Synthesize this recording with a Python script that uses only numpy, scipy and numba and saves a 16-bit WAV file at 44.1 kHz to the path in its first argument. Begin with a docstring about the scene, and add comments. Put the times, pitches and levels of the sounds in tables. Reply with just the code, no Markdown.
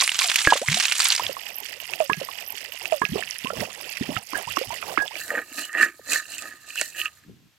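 """Outdoor yard: water is thrown, then poured, from a metal pail into a clay bowl full of shellfish.
Later a ladle scrapes dry seeds round a clay pot over a fire. Drops and seed ticks are short sines over
coloured noise; air pockets are sliding sines; pail and clay are struck or rubbed resonances.
Thrown water, poured stream and stirring each have their own stereo place; the pour shades the left port."""
import sys
import numpy as np
from scipy import signal
from scipy.fft import rfft, irfft, next_fast_len
from scipy.io import wavfile
from scipy.ndimage import uniform_filter1d
from numba import njit

SR = 44100
rng = np.random.default_rng(int(sys.argv[2]) if len(sys.argv) > 2 else 0)


def dump(signal):
    """Clip the signal to [-1, 1] and save it as 16-bit WAV at the path in sys.argv[1]."""
    limited = np.clip(np.atleast_2d(signal).T, -1, 1)
    pcm = np.round(limited * 32767).astype(np.int16)
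    wavfile.write(sys.argv[1], SR, pcm)


N = 334259

# yard air spectrum: (frequency [Hz], density [dB])
YARD_COLOUR = [(30, -42), (80, 0), (330, -17), (1100, -16), (2750, -12.5), (6900, -19), (10500, -27.5),
               (12500, -19.5), (16000, -36)]
YARD_DB = -60.5
# thrown water, patter: (time [s], level [dB])
SPRAY_LEVEL = [(0, -21), (.08, -28), (.13, -33), (.2, -24.5), (.53, -30), (.66, -38.5), (.7, -27.5),
               (.97, -28), (1.02, -23), (1.14, -26.5), (1.21, -36.5), (1.33, -53)]
# thrown water, spectrum: (frequency [Hz], density [dB])
SPRAY_COLOUR = [(180, -47.5), (450, -42.5), (800, -11.5), (1640, -4), (2610, 2), (7690, -5), (13300, -21.5),
                (16000, -29.5)]
# thrown water, stereo: (frequency [Hz], left minus right [dB])
SPRAY_BALANCE = [(100, 2.5), (1000, -4.5), (10000, -4.5)]
# big drops slapping the surface: (time [s], level [dB], pitch [Hz])
SLAPS = [(0.0034, 0, 3860), (0.022, -7.5, 2330), (0.0416, -4.5, 4800), (0.077, -6, 2230),
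         (0.0929, -1.5, 2870), (0.199, -8, 3500), (0.2188, -4.5, 2390), (0.286, -8, 4500),
         (0.3582, -4, 2500), (0.387, -10, 3560), (0.451, -5, 2160), (0.5343, -4, 2900), (0.685, -2.5, 2090),
         (0.728, -8, 2300), (0.854, -5, 2520), (0.9147, -5, 2800), (1.007, -1, 4620), (1.1032, 2, 4480),
         (1.121, -4, 3140), (1.163, -3.5, 5170), (1.2663, -6.5, 3380), (1.802, -20, 2780),
         (1.936, -10, 2650), (2.0036, -15, 2565), (2.1322, -5, 2600), (3.225, -15.5, 1800),
         (3.236, -16, 2560), (3.3096, -10.5, 5540), (3.447, -14, 2760), (3.471, -12.5, 2750),
         (3.605, -14.5, 5400), (3.634, -25, 1850), (4.166, -17, 2150), (4.826, -19, 2470),
         (4.979, -8, 2130), (5.062, -23, 2960), (5.079, -15.5, 3400), (5.155, -17.5, 2330)]
# air pockets: (time [s], level [dB], first pitch [Hz], last pitch [Hz], t60 [s])
BUBBLES = [(0.022, -12, 1120, 1035, 0.021), (0.211, -23, 1060, 1100, 0.065), (.245, -27, 750, 585, 0.14),
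           (0.471, -22.5, 308, 332, 0.083), (0.472, -1.5, 980, 1080, 0.0073), (0.523, 1, 816, 1180, 0.017),
           (0.555, -19, 545, 610, 0.038), (0.615, -22.5, 450, 1000, 0.064), (0.682, -22, 121, 222, 0.17),
           (0.77, -23, 700, 770, 0.054), (1.196, -15.5, 880, 1320, 0.035), (1.294, -19.5, 554, 503, 0.051),
           (1.367, -25.5, 1040, 1200, 0.036), (2.003, -9, 668, 544, 0.1), (2.097, -18.5, 970, 1310, 0.063),
           (2.096, -14, 290, 307, 0.017), (2.171, -25.5, 185.5, 112, 0.073), (3.116, -21.5, 130, 485, 0.07),
           (3.156, -13.5, 426, 382, 0.071), (3.445, -16.5, 225, 258, 0.024), (3.457, -29, 1000, 1290, 0.13),
           (3.504, -15.5, 630, 527, 0.028), (3.503, -20, 1326, 1420, 0.041),
           (3.532, -23.5, 507, 460, 0.046), (3.605, -23.5, 230, 194, 0.076), (4.008, -17, 150, 447, 0.039),
           (4.09, -9.5, 277, 270, 0.031), (4.1, -27.5, 571, 703, 0.096), (4.165, -17, 1350, 1240, 0.035),
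           (4.162, -22.5, 115, 116, 0.066), (4.333, -14.5, 1050, 1030, 0.018), (4.33, -24, 288, 303, 0.048),
           (4.474, -24, 860, 1380, 0.056), (4.471, -24, 136, 130, 0.032), (4.57, -9.5, 1160, 1070, 0.018),
           (4.573, -28.5, 260, 520, 0.06), (4.613, -15, 492, 580, 0.042), (4.671, -25.5, 105, 80, 0.04),
           (4.705, -23, 883, 1090, 0.081), (4.172, -31, 660, 1010, 0.057), (4.827, -13, 1240, 1320, 0.013),
           (4.975, -8.5, 1250, 1320, 0.013), (4.978, -22, 322, 298, 0.068), (5.109, -33.5, 810, 1280, 0.05)]
GLIDE_HOLD_PER_OCTAVE = 0.67  # added to the fade exponent of a climbing pocket
# pail knocks, rung until wet hands or water damp them:
# (time [s], level [dB], rattle length [s], damped after [s])
CLINKS = [(0.472, -16, 0.0035, 0.065), (2.098, -29, 0.0063, 0.098), (4.345, -29.5, 0.023, 0.056),
          (4.985, -24.5, 0.029, 0.062)]
# pail modes: (frequency [Hz], level [dB], time to fall 56 dB [s])
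PAIL_MODES = [(1657, -5.5, 0.2), (1723, -7.5, 0.024)]
# poured stream, patter: (time [s], level [dB])
POUR_LEVEL = [(1.2, -42), (1.7, -42.5), (1.9, -39.5), (2.1, -41.5), (3.3, -41), (3.5, -39), (3.75, -41.5),
              (4.2, -42), (4.4, -36.5), (4.54, -42.5), (4.65, -37.5), (5.2, -45.5)]
# poured stream in the bowl's resonances, spectrum: (frequency [Hz], density [dB])
POUR_COLOUR = [(530, -44), (900, -21.5), (1600, -21), (1970, -3.5), (2170, -11), (2760, -2), (3960, -19.5),
               (4630, -9.5), (6250, -20.5), (13000, -18.5), (16000, -36.5)]
# small bubbles and slop, spectrum: (frequency [Hz], density [dB])
GURGLE_COLOUR = [(40, -12), (110, -12.5), (280, -7.5), (650, 6), (1500, -12)]
# poured stream, stereo: (frequency [Hz], left minus right [dB])
POUR_BALANCE = [(100, 0.5), (400, -9.5), (2400, -22.5), (4400, -17.5), (8000, -60.5)]
# surges dragging air under: (peak time [s], rise [s], fall [s], gurgle [dB], deep slosh [dB])
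SURGES = [(1.22, 0.086, 0.23, -40.5, -50.5), (3.16, 0.03, 0.09, -43, -40), (3.62, 0.16, 0.087, -36.5, -39),
          (4.12, 0.24, 0.16, -40, -48), (4.36, 0.057, 0.07, -40.5, -68), (4.9, 0.52, 0.42, -43.5, -83)]
GURGLE_REST_DB, SURGE_BEND = -54.5, 0.92
# deep slosh resonance: (frequency [Hz], width [Hz], level [dB])
SLOSH_MODES = [(144, 111, 0)]
# thin high shimmer over the stream, perhaps insects: (peak time [s], rise [s], fall [s], level [dB])
SHIMMER = [(1.45, 0.7, 0.75, -42)]
# shimmer band: (frequency [Hz], width [Hz], level [dB])
SHIMMER_MODES = [(13100, 670, 0)]
# ladle strokes: (peak time [s], rise [s], fall [s], scrape [dB], lowest pot mode [dB], rim ring [dB],
# seed hiss [dB], low wall [dB], finest ticks [dB])
STROKES = [(5.2, 0.08, 0.33, -41.5, -55, -43, -41, -71, -38),
           (5.359, 0.11, 0.091, -27.5, -41, -39, -50, -33.5, -53),
           (5.608, 0.11, 0.09, -35.5, -42, -25.5, -33.5, -43, -35),
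           (5.826, 0.09, 0.064, -17, -27.5, -26, -31, -29, -34),
           (6.129, 0.064, 0.099, -25.5, -33, -25, -22, -36.5, -27.5),
           (6.322, 0.073, 0.23, -44, -56, -34, -37.5, -53, -41),
           (6.44, 0.061, 0.14, -36, -44, -62, -43.5, -44.5, -46),
           (6.699, 0.093, 0.051, -49, -48, -45, -41.5, -51, -52),
           (6.8, 0.099, 0.15, -41.5, -72, -37.5, -33, -51.5, -34.5),
           (6.996, 0.066, 0.089, -39, -53, -26.5, -36.5, -47.5, -32.5),
           (7.058, 0.045, 0.027, -27.5, -29.5, -29, -40, -48.5, -49)]
STROKE_BEND = 1.315
# seeds still rolling between strokes: (time [s], scrape [dB], lowest pot mode [dB], rim ring [dB],
# seed hiss [dB], low wall [dB], finest ticks [dB])
STIR_REST = [(5.14, -58, -61, -60, -55.5, -53.5, -49), (7.25, -67, -70.5, -77, -60, -80, -59.5)]
# pot body modes, lowest first: (frequency [Hz], width [Hz], level [dB])
POT_MODES = [(1243, 41.6, 0), (1647, 220, -4.5), (1790, 150, 1), (2070, 430, -7.5)]
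# pot rim modes: (frequency [Hz], width [Hz], level [dB])
RIM_MODES = [(2667, 243, 2.5), (2788, 300, -1)]
# low pot wall modes: (frequency [Hz], width [Hz], level [dB])
WALL_MODES = [(315, 98, 1.5), (550, 237, 5)]
# seeds, spectrum: (frequency [Hz], density [dB])
SEED_COLOUR = [(1940, -20.5), (3300, -17), (4130, 5.5), (5380, -6), (7340, 5), (9620, -6), (12000, 1),
               (16000, -13)]
SEED_TOP_HZ = 10000  # finest ticks lie above
# stirring, stereo: (frequency [Hz], left minus right [dB])
STIR_BALANCE = [(100, 3.5), (2500, -6.5), (8000, -6.5), (14000, -2)]
# ladle knocks on the wall: (time [s], level [dB])
KNOCKS = [(5.28, -25), (5.653, -21.5), (5.73, -23), (6.107, -22), (6.133, -5.5), (6.176, -28), (6.32, -22),
          (6.382, -17.5), (6.422, -20), (6.757, -18.5), (6.796, -24), (6.813, -4.5), (6.99, -29)]
# dull thuds on the pot: (time [s], level [dB], mid-slide pitch [Hz])
THUDS = [(5.994, -32, 330), (7.247, -48, 169), (7.294, -41.5, 256)]
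# fire flutter: (time [s], level [dB])
FIRE_LEVEL = [(7.22, -74), (7.26, -53.5), (7.4, -53.5), (7.58, -74.5)]
# fire spectrum: (frequency [Hz], density [dB])
FIRE_COLOUR = [(40, -22.5), (100, 7.0), (300, 2.5), (700, -35.0), (3000, -86)]

HITS_SHADED_FROM_S = 1.27  # later slaps, pockets and clinks share the pour's place
REPEAT_S, REPEAT_LENGTH_S = 1.28, .92  # this stretch of the stream sounds twice in a row
TOP_HZ = 16300


def undb(db):
    """Amplitude ratio of a level in dB."""
    return 10 ** (np.asarray(db) / 20)


def unit(x):
    """Scale to rms 1."""
    return x / np.sqrt(np.mean(x ** 2))


def curves(table):
    """Level columns at every sample; the first is silent outside the table."""
    t = np.arange(N) / SR
    s, *columns = np.transpose(table)
    out = [np.interp(t, s, c) for c in columns]
    out[0] = np.interp(t, s, columns[0], -120, -120)
    return out


def shape(table, hz):
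    """Spectrum in dB at hz, interpolated over log frequency."""
    f, db = np.transpose(table)
    return np.interp(np.log(hz + 1), np.log(f), db)


def colour(x, table):
    """Filter x by a spectrum table with minimum phase, via the folded cepstrum."""
    size = 2 * next_fast_len(N // 2 + 1)
    hz = np.arange(size // 2 + 1) * SR / size
    cepstrum = irfft(shape(table, hz) * np.log(10) / 20, size)
    cepstrum[1:size // 2] *= 2
    cepstrum[size // 2 + 1:] = 0
    response = np.exp(rfft(cepstrum))
    return irfft(rfft(x, size) * response, size)[..., :N]


def walk(rate_hz):
    """Random levels joined by ramps of 1 / rate_hz s; spread near 1.7."""
    k = int(SR / rate_hz)
    held = np.repeat(rng.standard_normal(N // k + 1), k)
    return 2.08 * uniform_filter1d(held, k)[:N]


def grit(db):
    """Noise in which about one sample in twenty sticks out as a click."""
    excess_db = -db * np.log(1 - .99 * rng.random(N))
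    return rng.standard_normal(N) * undb(excess_db * (rng.random(N) < .05))


def hiss(table, alike, grit_db=0.):
    """Coloured noise in two ports with correlation alike; rms 1."""
    a, b = grit(grit_db), grit(grit_db)
    alike = np.clip(alike, 0, 1)
    left = alike * a + np.sqrt(1 - alike ** 2) * b
    return unit(colour(np.array([left, a]), table))


def swells(table, bend):
    """Gain per level column: each row rises to its peak and falls, 20 dB down at its rise or fall time."""
    s, rise, fall, *levels = np.transpose(table)
    t = np.arange(0, N / SR + .002, .001)
    late = t - s[:, None]
    drop_db = 20 * np.abs(late / np.where(late < 0, rise[:, None], fall[:, None])) ** bend
    gains = []
    for db in levels:
        power = (undb(db[:, None] - drop_db) ** 2).sum(axis=0)
        gains.append(np.interp(np.arange(N) / SR, t, np.sqrt(power)))
    return gains


def clumps(per_s, decay_s, spread_db, bed):
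    """Gain that jumps at random moments and dies back to a steady bed; rms 1."""
    hit = rng.random(N) < per_s / SR
    jumps = hit * undb(-spread_db * np.log(1 - .9 * rng.random(N)))
    decays = signal.lfilter([1], [1, -np.exp(-1 / (decay_s * SR))], jumps)
    return unit(bed + unit(decays))


def resonate(x, modes, wander_db=0.):
    """Steep band-passes, two per mode; the halves swell and fade apart, shifting its centre; rms 1."""
    out = 0
    for hz, width, db in modes:
        for half_hz in hz + width / 4 * np.array([-1, 1]):
            b, a = signal.iirpeak(half_hz, hz / width, SR)
            band = unit(signal.lfilter(b, a, signal.lfilter(b, a, x)))
            out = out + undb(db + wander_db * (walk(35) + walk(7))) * band
    return unit(out)


@njit
def ring(out, s, size, hz, end_hz, t60, lag, hold):
    """Add dying sines sliding to end_hz over half of t60 [s]; hold above 1 delays the fade.
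    The left port is lag samples later, or earlier where negative."""
    for g in range(len(s)):
        count = max(int(t60[g] * SR), 1)
        slide = (end_hz[g] / hz[g]) ** (2. / count)
        start, late = int(s[g] * SR), int(lag[g])
        phase, f = 0., hz[g]
        for i in range(count):
            attack = min(phase / 6., 1.)
            v = size[g] * np.sin(phase) * attack * .001 ** ((i / count) ** hold)
            if 0 <= start + i + min(late, 0) and start + i + max(late, 0) < out.shape[1]:
                out[0, start + i + late] += v
                out[1, start + i] += v
            phase += 2 * np.pi * f / SR
            if 2 * i < count:
                f *= slide
    return out


def grains(span_s, per_s, low_hz, high_hz, table, cycles, spread_db, rise, lag_spread):
    """Random short sines, a few far louder; rise is a pitch fraction, lag_spread is in samples."""
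    length_s = span_s[1] - span_s[0]
    u = rng.random((int(per_s * length_s), 5)).T
    s = span_s[0] + u[0] * length_s
    hz = low_hz * (high_hz / low_hz) ** u[1]
    size = undb(shape(table, hz) - spread_db * np.log(1 - .995 * u[2])) * hz
    end_hz = hz * (1 + rise * u[4])
    t60 = cycles * (.5 + u[4]) / hz
    out = ring(np.zeros((2, N)), s, size, hz, end_hz, t60, lag_spread * (u[3] - .5), 1.0)
    return unit(out) * np.sqrt(length_s * SR / N)  # rms 1 within the span


def place(x, balance, lag):
    """Shade the left port and delay it by lag samples; the mean of both port gains stays 1."""
    right = [(hz, -20 * np.log10((1 + undb(db)) / 2)) for hz, db in balance]
    left = [(hz, db + r) for (hz, db), (_, r) in zip(balance, right)]
    return np.array([np.roll(colour(x[0], left), lag), colour(x[1], right)])


def yard():
    """Leaves, insects and far air: broad coloured noise whose level wanders."""
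    return hiss(YARD_COLOUR, .5) * undb(YARD_DB + 1.5 * walk(6))


def spray():
    """Thrown water breaks into drops that come in clumps, over a fine mist."""
    drops = grains((0, 1.5), 2600, 450, 6880, SPRAY_COLOUR, 17.0, 0.9, 0.14, 5.6)
    fine = grains((0, 1.5), 5000, 6800, 13500, SPRAY_COLOUR, 23.0, 5.7, 0.053, 3.8)
    mist = hiss(SPRAY_COLOUR, 0.65, 2.5)
    patter = clumps(130, 0.0045, 7.5, 0.47) * (drops + mist)
    fine_patter = clumps(280, .004, 2.5, 0.27) * fine * undb(-4.0)
    return undb(curves(SPRAY_LEVEL)[0]) * (patter + fine_patter)


def slaps():
    """A big drop slaps the surface: a contact crack, one short tone and a burst of smaller drops."""
    s, db, hz = np.transpose(SLAPS)
    ones = np.ones_like(s)
    out = ring(np.zeros((2, N)), s, undb(db), hz, 0.99 * hz, 26 / hz, 0 * s, 0.9)
    ring(out, s - .0004, undb(db - 22.5), 13000 * ones, 1500 * ones, 0.00283 * ones, 0 * s, 0.2)  # crack
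    for u in rng.random((len(s), 12, 4)).transpose(1, 2, 0):
        burst_hz = hz * 2 ** (1.9 * u[1] - .6)
        size = undb(db - 16 - 3.4 * u[0] - 6.6 * u[2])
        ring(out, s + 0.015 * u[0] ** 3, size, burst_hz, burst_hz, 25 / burst_hz, 8 * (u[3] - .5), 0.84)
    return out


def air_pockets():
    """Trapped air rings, slides and wavers; each pocket drags a few smaller, shorter ones under."""
    s, db, hz, end_hz, t60 = np.transpose(BUBBLES)
    out = np.zeros((2, N))
    for row in np.transpose([s, undb(db), hz, end_hz, t60, 0 * s])[:, :, None]:
        climb_octaves = max(np.log2(row[3, 0] / row[2, 0]), 0)
        ring(out, *row, 1 + GLIDE_HOLD_PER_OCTAVE * climb_octaves)
    for u in rng.random((len(s), 5, 2)).transpose(1, 2, 0):
        small_hz = hz * 2 ** (2.5 * u[1] - 1)
        size = undb(db - 12.5 - 4.7 * u[0])
        ring(out, s + .04 * u[0] ** 2, size, small_hz, 1.21 * small_hz, 12 / small_hz, 0 * s, 1.0)
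    return out * undb(1.2 * walk(160))


def pail():
    """A short rattle of contacts feeds the pail's modes; water slops with the blow."""
    out = np.zeros(N)
    slop = colour(grit(2.5), GURGLE_COLOUR[2:])
    t = np.arange(int(.2 * SR)) / SR
    body = sum(undb(db) * np.sin(2 * np.pi * hz * t) * 0.0015 ** (t / fall_s)
               for hz, db, fall_s in PAIL_MODES)
    for s, db, rattle_s, damped_s in CLINKS:
        here = slice(int(s * SR), int(s * SR) + len(t))
        push = rng.standard_normal(len(t)) * (t < rattle_s)
        sound = signal.fftconvolve(push, body)[:len(t)] * undb(1.5 * walk(120)[here])
        sound *= 1 / (1 + np.exp((t - damped_s) / 0.0048))
        sound += 0.16 * np.std(sound[:900]) * slop[here] * np.exp(-t / 0.036)
        out[here] += undb(db) * sound / np.sqrt(np.mean(sound[:2000] ** 2))
    return np.array([out, out])


def pour():
    """The stream patters in the bowl's fixed resonances; small bubbles gurgle and water sloshes below."""
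    db = curves(POUR_LEVEL)[0]
    low, deep = swells(SURGES, SURGE_BEND)
    low = np.hypot(low, undb(GURGLE_REST_DB))
    slosh = deep * resonate(grit(3.4), SLOSH_MODES) * undb(2.7 * walk(30))
    drops = grains((1.2, 5.25), 1800, 796, 8440, POUR_COLOUR, 29.0, 2.5, 0.038, 8.2)
    fine = grains((1.2, 5.25), 4000, 4680, 13860, POUR_COLOUR, 42.0, 6.1, 0.02, 2.77)
    mist = hiss(POUR_COLOUR, 0.88, 2.7) * undb(-6)
    patter = clumps(170, .007, 6., .65) * undb(2.5 * walk(14)) * (drops + mist)
    fine_patter = clumps(130, 0.0037, 2.8, 0.23) * fine * undb(-6.5)
    bubbles = grains((1.2, 5.25), 600, 69.7, 1677, GURGLE_COLOUR, 24.9, 1.3, 0.515, 0.)
    bubbles = bubbles + undb(-8.5) * hiss(GURGLE_COLOUR, 1.0)
    gurgle = bubbles * low * undb(3.9 * walk(25)) * (db > -100)  # only while pouring
    return slosh + undb(db) * (patter + fine_patter) + gurgle


def shimmer():
    """A thin high noise band, independent in each port, swells over the stream."""
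    bands = np.array([resonate(grit(17.0), SHIMMER_MODES) for _ in range(2)])
    return swells(SHIMMER, SURGE_BEND)[0] * bands


def stir():
    """The ladle judders over the clay and rings the pot; seeds tick against wall and each other."""
    rest = curves(STIR_REST)
    on = rest[0] > -100
    strokes = swells(STROKES, STROKE_BEND)
    scrape, deep, rim, seed, wall, top = (on * np.hypot(g, undb(db)) for g, db in zip(strokes, rest))
    judder = clumps(260, 0.0035, 2.5, 1.02)  # one uneven drag shakes the whole pot
    rub = [grit(7.3) * judder for _ in range(3)]
    clay = resonate(rub[0], POT_MODES[1:], 1.95) * scrape
    clay = clay + resonate(rub[0], POT_MODES[:1]) * deep
    clay = clay + resonate(rub[1], RIM_MODES, 3.8) * rim
    clay = clay + resonate(rub[2], WALL_MODES, 2.0) * wall
    seeds = grains((5.1, 7.2), 5000, 2610, 19500, SEED_COLOUR, 60.0, 1.1, 0., 22.0)
    seeds = seeds + undb(-8.0) * hiss(SEED_COLOUR, 0.87, 2.34)
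    coarse = signal.sosfiltfilt(signal.butter(2, SEED_TOP_HZ, fs=SR, output="sos"), seeds)
    return clay + (coarse * seed + (seeds - coarse) * top) * clumps(400, 0.0057, 3.6, 0.84)


def knocks():
    """A ladle knock is a falling chirp that throws a handful of seeds at the wall within 16 ms."""
    s, db = np.transpose(KNOCKS)
    ones = np.ones_like(s)
    out = ring(np.zeros((2, N)), s, undb(db), 9000 * ones, 2500 * ones, 0.00694 * ones, 0 * s, 0.87)
    for u in rng.random((len(s), 24, 3)).transpose(1, 2, 0):
        hz = 1500 * 6.85 ** u[1] ** 1.39
        size = undb(db - 16.0 - 5.2 * u[0])
        ring(out, s + 0.016 * u[0] ** 3, size, hz, hz, 30 / hz, 10 * (u[2] - .5), 0.95)
    return out


def thuds():
    """A dull thud on the pot is a low sine sliding down two octaves."""
    s, db, hz = np.transpose(THUDS)
    return ring(np.zeros((2, N)), s, undb(db), 2 * hz, hz / 2, 14 / hz, 0 * s, 0.89)


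def fire():
    """Low noise in irregular puffs: the fire flutters at the end."""
    return hiss(FIRE_COLOUR, 0.48) * undb(curves(FIRE_LEVEL)[0]) * clumps(45, 0.016, 3., 0.5)


def scene():
    """Thrown water, poured stream and stirring, each placed in stereo, over yard and fire."""
    early = np.arange(N) < HITS_SHADED_FROM_S * SR
    hits = slaps() + air_pockets() + pail()
    thrown = spray() + hits * early
    stream = pour() + shimmer() + hits * ~early
    a, length = int(REPEAT_S * SR), round(REPEAT_LENGTH_S * SR)
    stream[:, a + length:a + 2 * length] = stream[:, a:a + length]
    pot = stir() + knocks() + thuds()
    return (yard() + place(thrown, SPRAY_BALANCE, lag=1) + place(stream, POUR_BALANCE, lag=-1)
            + place(pot, STIR_BALANCE, lag=1) + fire())


def record(dry):
    """The loudest peaks clip; the top is cut."""
    lowpass = signal.ellip(10, .2, 80, TOP_HZ, fs=SR, output="sos")
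    return signal.sosfilt(lowpass, np.clip(dry, -.9, .9))


dry = scene()
out = record(dry)
dump(out)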